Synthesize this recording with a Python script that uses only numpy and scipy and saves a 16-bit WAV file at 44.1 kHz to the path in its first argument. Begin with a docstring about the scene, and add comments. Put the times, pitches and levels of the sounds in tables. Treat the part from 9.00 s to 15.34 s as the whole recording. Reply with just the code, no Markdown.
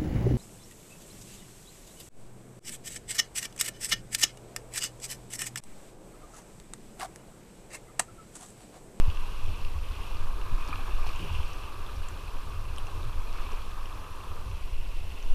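"""A kayak on a fast creek, heard from a helmet camera whose microphone sits in a sealed case.
From the start filtered water noise rushes and rings two cavities of the case, noise wind buffets and
thuds, a sine whines once a frame under steady hiss, and short rings tick and drip. Bubbles plop from
1.3 s; paddle splashes lift the rush from 1.7 s. At 2.2 s a bubble climbs and a gliding sine moans,
again at 4.0 s. After 5.3 s the lower cavity fades as the head turns away."""
import sys
import numpy as np
from scipy import signal
from scipy.fft import rfft, irfft, next_fast_len
from scipy.io import wavfile
from scipy.ndimage import uniform_filter1d

SR = 44100
rng = np.random.default_rng(int(sys.argv[2]) if len(sys.argv) > 2 else 0)


def convert_level_to_amplitude(level_db):
    """Map a level in decibels to its linear amplitude factor."""
    exponent = np.asarray(level_db, float) / 20
    return 10 ** exponent


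def wrap_up_sound(samples):
    """Save the sound to the file named by the first command line argument, as 16-bit audio."""
    columns = np.atleast_2d(samples).T
    # keep every value between -1 and 1, then stretch to whole-number steps
    tamed = np.clip(columns, -1, 1)
    steps = np.round(tamed * 32767).astype(np.int16)
    wavfile.write(sys.argv[1], SR, steps)


N = 279594  # samples

# Lower cavity of the case, a close pair and a shoulder:
# multiple of the cavity pitch, width of the first pass/Hz, relative level/dB
LOWER_CAVITY = [(0.963, 277, 7), (1.082, 227, 9.5), (1.407, 346, -1.5)]
# Weak resonances of the case, a boost and a dip: f/Hz, width/Hz, level over the spray/dB
CASE_RINGS = [(5700, 660, 5.5), (3740, 130, -2.5)]
# Colour of the water through the case wall: f/Hz, relative level per Hz/dB
WALL_COLOUR = [(90, -8), (150, 4), (230, 0.5), (420, 3), (620, -0.5), (900, -3.5), (1500, -6.5),
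               (2000, -9.5), (2600, -36)]
# Colour of the bright spray: f/Hz, relative level per Hz/dB
SPRAY_COLOUR = [(1500, -19), (2100, 8), (3300, 14), (4200, 10), (6200, -2), (8000, -2), (11000, -63),
                (15300, -28)]
# Colour of the mist, the highest treble of the water: f/Hz, relative level per Hz/dB
MIST_COLOUR = [(9500, -30), (11500, 2), (13000, 4), (15300, -10)]
# Wall, lower cavity, upper cavity, spray, treble ring, mist: # calm level/dB, then its gain in dB per dB of
# churn, of splash, of lower-cavity drive (0 where not listed)
WATER_PATHS = [(-51.5, 0.327, 0.51, 0.16), (-52.5, 0.22, 0.57, 0.97), (-62, 1.45, 0.4, -0.27),
               (-56.5, 0.76, 0.72, 0.084), (-72, 0.79, 1, 0.2), (-74, 0.8, 1.1, .3)]
# Churn of the water near the hull: t/s, drive over calm flow/dB, upper cavity f/Hz
HULL_CHURN = [(0.0, 4.5, 2680), (0.65, 4, 2640), (0.8, 1, 2630), (1.05, 5.5, 2640), (1.35, 1.5, 2540),
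              (1.65, 5.5, 2480), (1.87, 6, 2490), (1.96, 5.5, 2570), (2.08, 7, 2500), (2.2, 9, 2680),
              (2.45, 7, 2650), (2.7, 2.5, 2600), (3.0, 3, 2560), (3.6, 0.5, 2560), (4.0, 2.5, 2620),
              (4.17, 0.5, 2500), (4.4, 5.5, 2500), (4.8, 1, 2580), (5.2, 0.5, 2570), (5.75, 0.5, 2640),
              (6.34, 2, 2740)]
# Drive of the lower cavity, which swells at 1.8 s and sinks after 5.35 s as the head turns away: t/s, drive/dB
LOWER_DRIVE = [(0.0, 0), (0.8, -3), (1.3, 1.5), (1.8, 5), (2.2, 0), (2.8, 1.5), (3.6, 0), (4.5, 1.5),
               (5.35, 2), (5.75, -9.5), (6.34, -9)]
# Wind on the microphone, before its random lumps: t/s, deep buffeting level/dB, flutter level/dB
WIND_LEVELS = [(0.0, -18.5, -40), (0.15, -24, -44.5), (0.55, -28, -39.5), (0.7, -24, -42.5),
               (0.85, -28.5, -44.5), (1.2, -27, -42.5), (1.55, -19.5, -44.5), (1.7, -28.5, -42.5),
               (2.05, -24, -43.5), (2.25, -30, -38), (2.4, -27, -40), (2.43, -25.5, -43.5),
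               (2.6, -33, -44.5), (3.6, -30, -43), (3.9, -30.5, -41), (4.2, -24, -45.5), (4.3, -29.5, -47),
               (5.3, -35, -43), (5.5, -29, -40.5), (5.95, -26.5, -43.5), (6.2, -31, -43.5),
               (6.34, -17.5, -52)]
# Colour of the deep buffeting: f/Hz, relative level per Hz/dB
BUFFET_COLOUR = [(2, -11), (6, -4.5), (12, 9.5), (20, 2.5), (30, -6.5), (42, -7), (70, -51)]
# Colour of the flutter: f/Hz, relative level per Hz/dB
FLUTTER_COLOUR = [(30, -9), (48, -1.5), (75, -2), (95, -3), (120, -17.5), (170, -24), (260, -47)]
# Colour of the preamplifier hiss: f/Hz, relative level per Hz/dB
HISS_COLOUR = [(200, -1), (6000, 7), (10800, 4), (12400, 5.5), (13400, 2.5), (15300, -2)]
# Random small drips: calm rate/(1/s), lowest f/Hz, highest f/Hz, least level/dB, cycles
SMALL_DRIPS = (14, 2353, 3310, -50.5, 9)
# Random gurgles, before the lower-cavity drive moves them: the same columns
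SMALL_GURGLES = (22, 885, 1400, -50, 3.5)
# Single gusts knocking the microphone: t/s, peak level/dB, f/Hz, cycles
GUST_THUDS = [(0.076, -18, 79, 1.67), (0.479, -29.5, 86.4, 3.2), (0.752, -27.5, 70, 2.9),
              (1.511, -30.5, 98, 3.6), (2.295, -28.5, 82, 4.2), (2.342, -26.5, 66, 1.1),
              (2.389, -23, 62, 1.3), (2.965, -31.5, 58.7, 1.4), (3.972, -30, 83.4, 5.9),
              (4.154, -31, 62.7, 3.5), (5.459, -28, 60, 0.47), (5.48, -32.5, 94, 4.3),
              (5.529, -26.5, 57, 0.91)]
# Drops and paddle drips that tick: t/s, ring peak level/dB, ring f/Hz, crack peak level/dB, crack f/Hz
DROP_TICKS = [(0.101, -34.5, 2720, -43, 4360), (0.172, -36, 2720, -54, 5270),
              (0.6488, -33, 2720, -41, 4270), (1.17, -51, 2730, -41, 4260),
              (1.4147, -36.5, 2730, -50, 4240), (1.6245, -37, 2500, -55, 4360),
              (1.6774, -52, 2380, -45, 5520), (1.7076, -39, 2950, -56, 4760),
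              (1.7574, -33, 2740, -44, 4120), (2.091, -36, 2430, -38, 4480), (2.159, -51, 2530, -42, 6800),
              (2.352, -35.5, 2900, -50, 4510), (2.533, -55, 2510, -40.5, 5470),
              (3.0853, -48, 3030, -38.5, 7600), (3.762, -52, 2290, -40, 5300),
              (3.783, -31, 3100, -37, 9500), (3.869, -37, 2700, -44, 5400), (4.0302, -39, 3600, -54, 4220),
              (4.221, -46, 2240, -48, 8500), (4.328, -39, 2800, -40, 5420), (4.5191, -46, 2530, -44, 5530),
              (4.857, -36, 2860, -46, 5230), (5.514, -39.5, 2630, -55, 5580),
              (6.2267, -40.5, 2600, -43, 5910)]
# Closing bubbles, the big ones low: t/s, peak level/dB, f/Hz, cycles
BUBBLE_PLOPS = [(1.27, -36, 1110, 3.8), (1.52, -43, 230, 6), (1.585, -36, 1000, 5), (1.61, -36, 1040, 6.8),
                (1.655, -38, 950, 5), (1.69, -38.5, 272, 4), (1.727, -27.5, 1190, 8.8),
                (1.729, -32, 2370, 26), (1.739, -28, 1220, 4.9), (1.79, -40, 770, 11),
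                (1.859, -34, 1150, 4), (1.88, -35, 930, 5), (1.985, -35, 1000, 5), (2.045, -34, 990, 6.8),
                (2.065, -33.5, 850, 4.4), (2.226, -40, 304, 4.8), (2.244, -40.5, 397, 12),
                (2.366, -38, 1010, 4.8), (2.403, -33.5, 980, 5), (3.882, -40.5, 800, 8.6),
                (4.095, -38, 1110, 6.9), (4.491, -46, 1090, 5.7), (4.517, -36, 1000, 5),
                (4.527, -40.5, 416, 8.2), (4.54, -35.5, 1000, 5.4)]
# Paddle splashes, before rise and path gain: t/s, boost/dB, fall/s
PADDLE_SPLASHES = [(1.68, 7, 0.017), (1.725, 0, 0.013), (1.99, 1, .03), (2.06, 8, 0.033), (3.77, 5, 0.034),
                   (3.95, 1.5, 0.089), (4.22, 0, 0.026), (4.32, 0, 0.046), (4.4, 2, 0.037), (4.51, 2, .03)]
# Big bubble climbing as the blade plunges: t/s, peak level/dB, start f/Hz, cycles, glide per cycle
RISING_BUBBLES = [(2.192, -42, 290, 10, .05)]
# Air slipping past the case, before roughening: t/s, length/s, peak level/dB, first f/Hz, last f/Hz,
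# bend of the fall
FALLING_MOANS = [(2.197, .15, -37.5, 215, 107, .75), (4.034, 0.14, -39.5, 117.5, 85.5, 2.5)]


def evened(x):
    """Scales to rms 1."""
    return x / np.sqrt(np.mean(x ** 2) + 1e-20)


def column(table, order):
    """One column of a time table, interpolated at every sample."""
    return np.interp(np.arange(N) / SR, [row[0] for row in table], [row[order] for row in table])


def coloured(x, points):
    """Filters by a spectrum of (f/Hz, level/dB) points, silent outside them, and scales to rms 1."""
    hz, db = np.transpose(points)
    size = next_fast_len(N)
    log_hz = np.log(np.fft.rfftfreq(size, 1 / SR) + 0.1)
    gain = convert_level_to_amplitude(np.interp(log_hz, np.log(hz), db, -130, -130))
    return evened(irfft(rfft(x, size) * gain, size)[:N])


def resonate(x, hz, width):
    """Shifts the curve hz down to zero, smooths, and shifts back: a resonance of gain 1."""
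    turn = np.exp(2j * np.pi * np.cumsum(hz * np.ones(len(x))) / SR)
    pole = np.exp(-np.pi * width / SR)
    smooth = signal.lfilter([1 - pole], [1, -pole], x / turn)
    return 2 * (turn * smooth).real


def cavity(x, hz, width):
    """A resonance passed twice, the second time twice as wide, for steep flanks."""
    return resonate(resonate(x, hz, width), hz, 2 * width)


def add(mix, s, sound):
    """Mixes a sound in at s seconds."""
    part = mix[round(s * SR):][:len(sound)]
    part += sound[:len(part)]


def blip(hz, cycles, glide):
    """A soft start and a decaying ring; its pitch climbs by the share glide per cycle, or sinks."""
    cycles = max(cycles, 0.5)
    u = np.arange(int(5 * cycles * SR / hz)) * hz / SR  # time in cycles
    shape = (1 - np.exp(-u / 0.45)) ** 2 * np.exp(-u / cycles * 2)
    return shape / shape.max() * np.sin(2 * np.pi * (u + glide * u ** 2 / 2))


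def lumps():
    """Slow random swings of rms 1: noise smoothed twice over 0.0285 s."""
    size = round(0.0285 * SR)
    return evened(uniform_filter1d(uniform_filter1d(rng.standard_normal(N), size), size))


def water():
    """Broken water: patchy hiss plus a fizz of tiny bursting bubbles."""
    hz, t, z = signal.stft(rng.standard_normal(N), SR, nperseg=256, noverlap=192)
    patches = uniform_filter1d(rng.standard_normal(z.shape), 6, 0)
    patches = evened(uniform_filter1d(patches, 14, 1))
    flicker = evened(uniform_filter1d(rng.standard_normal(len(t)), 8))  # all bands at once
    z = z * convert_level_to_amplitude(1.1 * patches + 0.14 * flicker)
    hiss = signal.istft(z, SR, nperseg=256, noverlap=192)[1][:N]

    bursts = rng.random(N) < 1500 / SR  # 1500 per second on average
    sizes = convert_level_to_amplitude(3.4 * np.minimum(rng.exponential(1, N), 5)) * bursts
    kind, fizz = rng.integers(0, 24, N), np.zeros(N)
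    for k, f in enumerate(np.geomspace(1600, 14000, 24)):
        bubble = f * blip(f, cycles=4.8, glide=0.043)
        fizz += signal.oaconvolve(sizes * (kind == k), bubble)[:N]
    return evened(hiss) + 0.46 * evened(fizz)


def rush():
    """The water comes dull through the wall, bright as spray, and rings the cavities."""
    source = water()
    churn_db, lower_drive_db = column(HULL_CHURN, order=1), column(LOWER_DRIVE, order=1)
    spray = source + sum((convert_level_to_amplitude(db) - 1) * resonate(source, hz, width) for hz, width, db in CASE_RINGS)

    lower_hz = 1069 + 7 * lower_drive_db  # the lower cavity shifts in pitch with its drive
    *pair, shoulder = (convert_level_to_amplitude(db) * cavity(source, k * lower_hz, width) for k, width, db in LOWER_CAVITY)
    lower = sum(pair) + convert_level_to_amplitude(0.47 * churn_db) * shoulder  # churn lifts the shoulder
    upper = cavity(source, column(HULL_CHURN, order=2), width=533)
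    treble_ring = cavity(source, hz=9080, width=1200)

    paths = (coloured(source, WALL_COLOUR), evened(lower), evened(upper),
             coloured(spray, SPRAY_COLOUR), evened(treble_ring), coloured(source, MIST_COLOUR))
    controls = np.array([churn_db, splash(), lower_drive_db])
    out = np.zeros(N)
    for (calm_db, *shares), path in zip(WATER_PATHS, paths):
        out += convert_level_to_amplitude(calm_db + np.dot(shares, controls)) * path
    return out


def wind():
    """Wind presses on the microphone: deep pressure swings and a lumpy flutter of coloured noise."""
    buffet_db = column(WIND_LEVELS, order=1) - 1.2 * lumps()
    flutter_db = column(WIND_LEVELS, order=2) + 2.5 * lumps()
    buffet = convert_level_to_amplitude(buffet_db) * coloured(rng.standard_normal(N), BUFFET_COLOUR)
    flutter = convert_level_to_amplitude(flutter_db) * coloured(rng.standard_normal(N), FLUTTER_COLOUR)
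    return buffet + flutter


def preamp_hiss():
    """Steady coloured noise of the microphone preamplifier."""
    return convert_level_to_amplitude(-61.5) * coloured(rng.standard_normal(N), HISS_COLOUR)


def whine():
    """The electronics' thin tone restarts each frame and sounds for about its second half."""
    frame_s, whine_hz, level_db = 1001 / 24000, 10277, -66.5
    share = np.arange(N) / SR / frame_s % 1  # place within the frame
    on = uniform_filter1d(1. * (share > 0.47) * (share < 0.96), size=40)
    return convert_level_to_amplitude(level_db) * on * np.sin(2 * np.pi * whine_hz * share * frame_s)


def scatter(per_s, low_hz, high_hz, db, cycles):
    """Random small bubbles over a range of pitches, denser as the water churns."""
    rate = per_s * convert_level_to_amplitude(1.5 * column(HULL_CHURN, order=1))
    starts = rng.random(N) < rate / SR
    sizes = convert_level_to_amplitude(db + 4.1 * np.minimum(rng.exponential(1, N), 2)) * starts
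    kind, out = rng.integers(0, 8, N), np.zeros(N)
    for k, f in enumerate(np.geomspace(low_hz, high_hz, num=8)):
        out += signal.oaconvolve(sizes * (kind == k), blip(f, cycles, glide=0.0083))[:N]
    return out


def drips_and_gurgles():
    """Small ringing bubbles at random; the lower gurgles follow the lower-cavity drive in level."""
    return scatter(*SMALL_DRIPS) + convert_level_to_amplitude(column(LOWER_DRIVE, order=1)) * scatter(*SMALL_GURGLES)


def thuds():
    """Single gusts knock the microphone: low rings that sink slightly in pitch."""
    out = np.zeros(N)
    for s, db, hz, cycles in GUST_THUDS:
        add(out, s, convert_level_to_amplitude(db) * blip(hz, cycles, glide=-0.022))
    return out


def ticks():
    """Drops ring the upper cavity and crack in the treble as a resonant noise burst."""
    out, t = np.zeros(N), np.arange(400) / SR
    for s, db, hz, crack_db, crack_hz in DROP_TICKS:
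        burst = rng.standard_normal(400) * np.exp(-t / 0.002)
        crack = cavity(burst, crack_hz, width=1400)
        add(out, s, convert_level_to_amplitude(db) * blip(hz, cycles=8.2, glide=0.0024))
        add(out, s, convert_level_to_amplitude(crack_db) * crack / abs(crack).max())
    return out


def plops():
    """Closing bubbles ring, climbing slightly in pitch."""
    out = np.zeros(N)
    for s, db, hz, cycles in BUBBLE_PLOPS:
        add(out, s, convert_level_to_amplitude(db) * blip(hz, cycles, glide=0.0031))
    return out


def splash():
    """Boost in dB that paddle splashes give all water paths: quick rise, a bell-shaped fall."""
    t, out = np.arange(N) / SR, np.zeros(N)
    for s, db, fall_s in PADDLE_SPLASHES:
        u = np.maximum(t - s, 0)
        out += db * (1 - np.exp(-u / 0.0027)) * np.exp(-(u / fall_s) ** 2)
    return out


def risers():
    """A big bubble rings low and climbs in pitch as the blade plunges."""
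    out = np.zeros(N)
    for s, db, hz, cycles, glide in RISING_BUBBLES:
        add(out, s, convert_level_to_amplitude(db) * blip(hz, cycles, glide))
    return out


def moans():
    """Air slips past the case: a falling tone with a weak octave, roughened by random lumps."""
    out = np.zeros(N)
    for s, length, db, first_hz, last_hz, bend in FALLING_MOANS:
        u = np.arange(0, length, 1 / SR) / length
        hz = first_hz * (last_hz / first_hz) ** (u ** bend)
        turn = 2 * np.pi * np.cumsum(hz) / SR
        swell = abs(np.sin(np.pi * u ** 0.81))
        add(out, s, convert_level_to_amplitude(db) * swell * (np.sin(turn) + 0.067 * np.sin(2 * turn)))
    return convert_level_to_amplitude(3.5 * lumps()) * out


def scene():
    """All sources at the one microphone in the case."""
    air = wind() + thuds() + moans()
    drops = drips_and_gurgles() + ticks() + plops() + risers()
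    return (rush() + air + whine() + drops)[None]


def roll_off(x):
    """The treble ends steeply here."""
    return signal.sosfilt(signal.butter(12, 15250, fs=SR, output="sos"), x)


def record(dry):
    """The microphone preamplifier adds its steady hiss."""
    mix = dry + preamp_hiss()
    return roll_off(mix)


dry = scene()
out = record(dry)
wrap_up_sound(out)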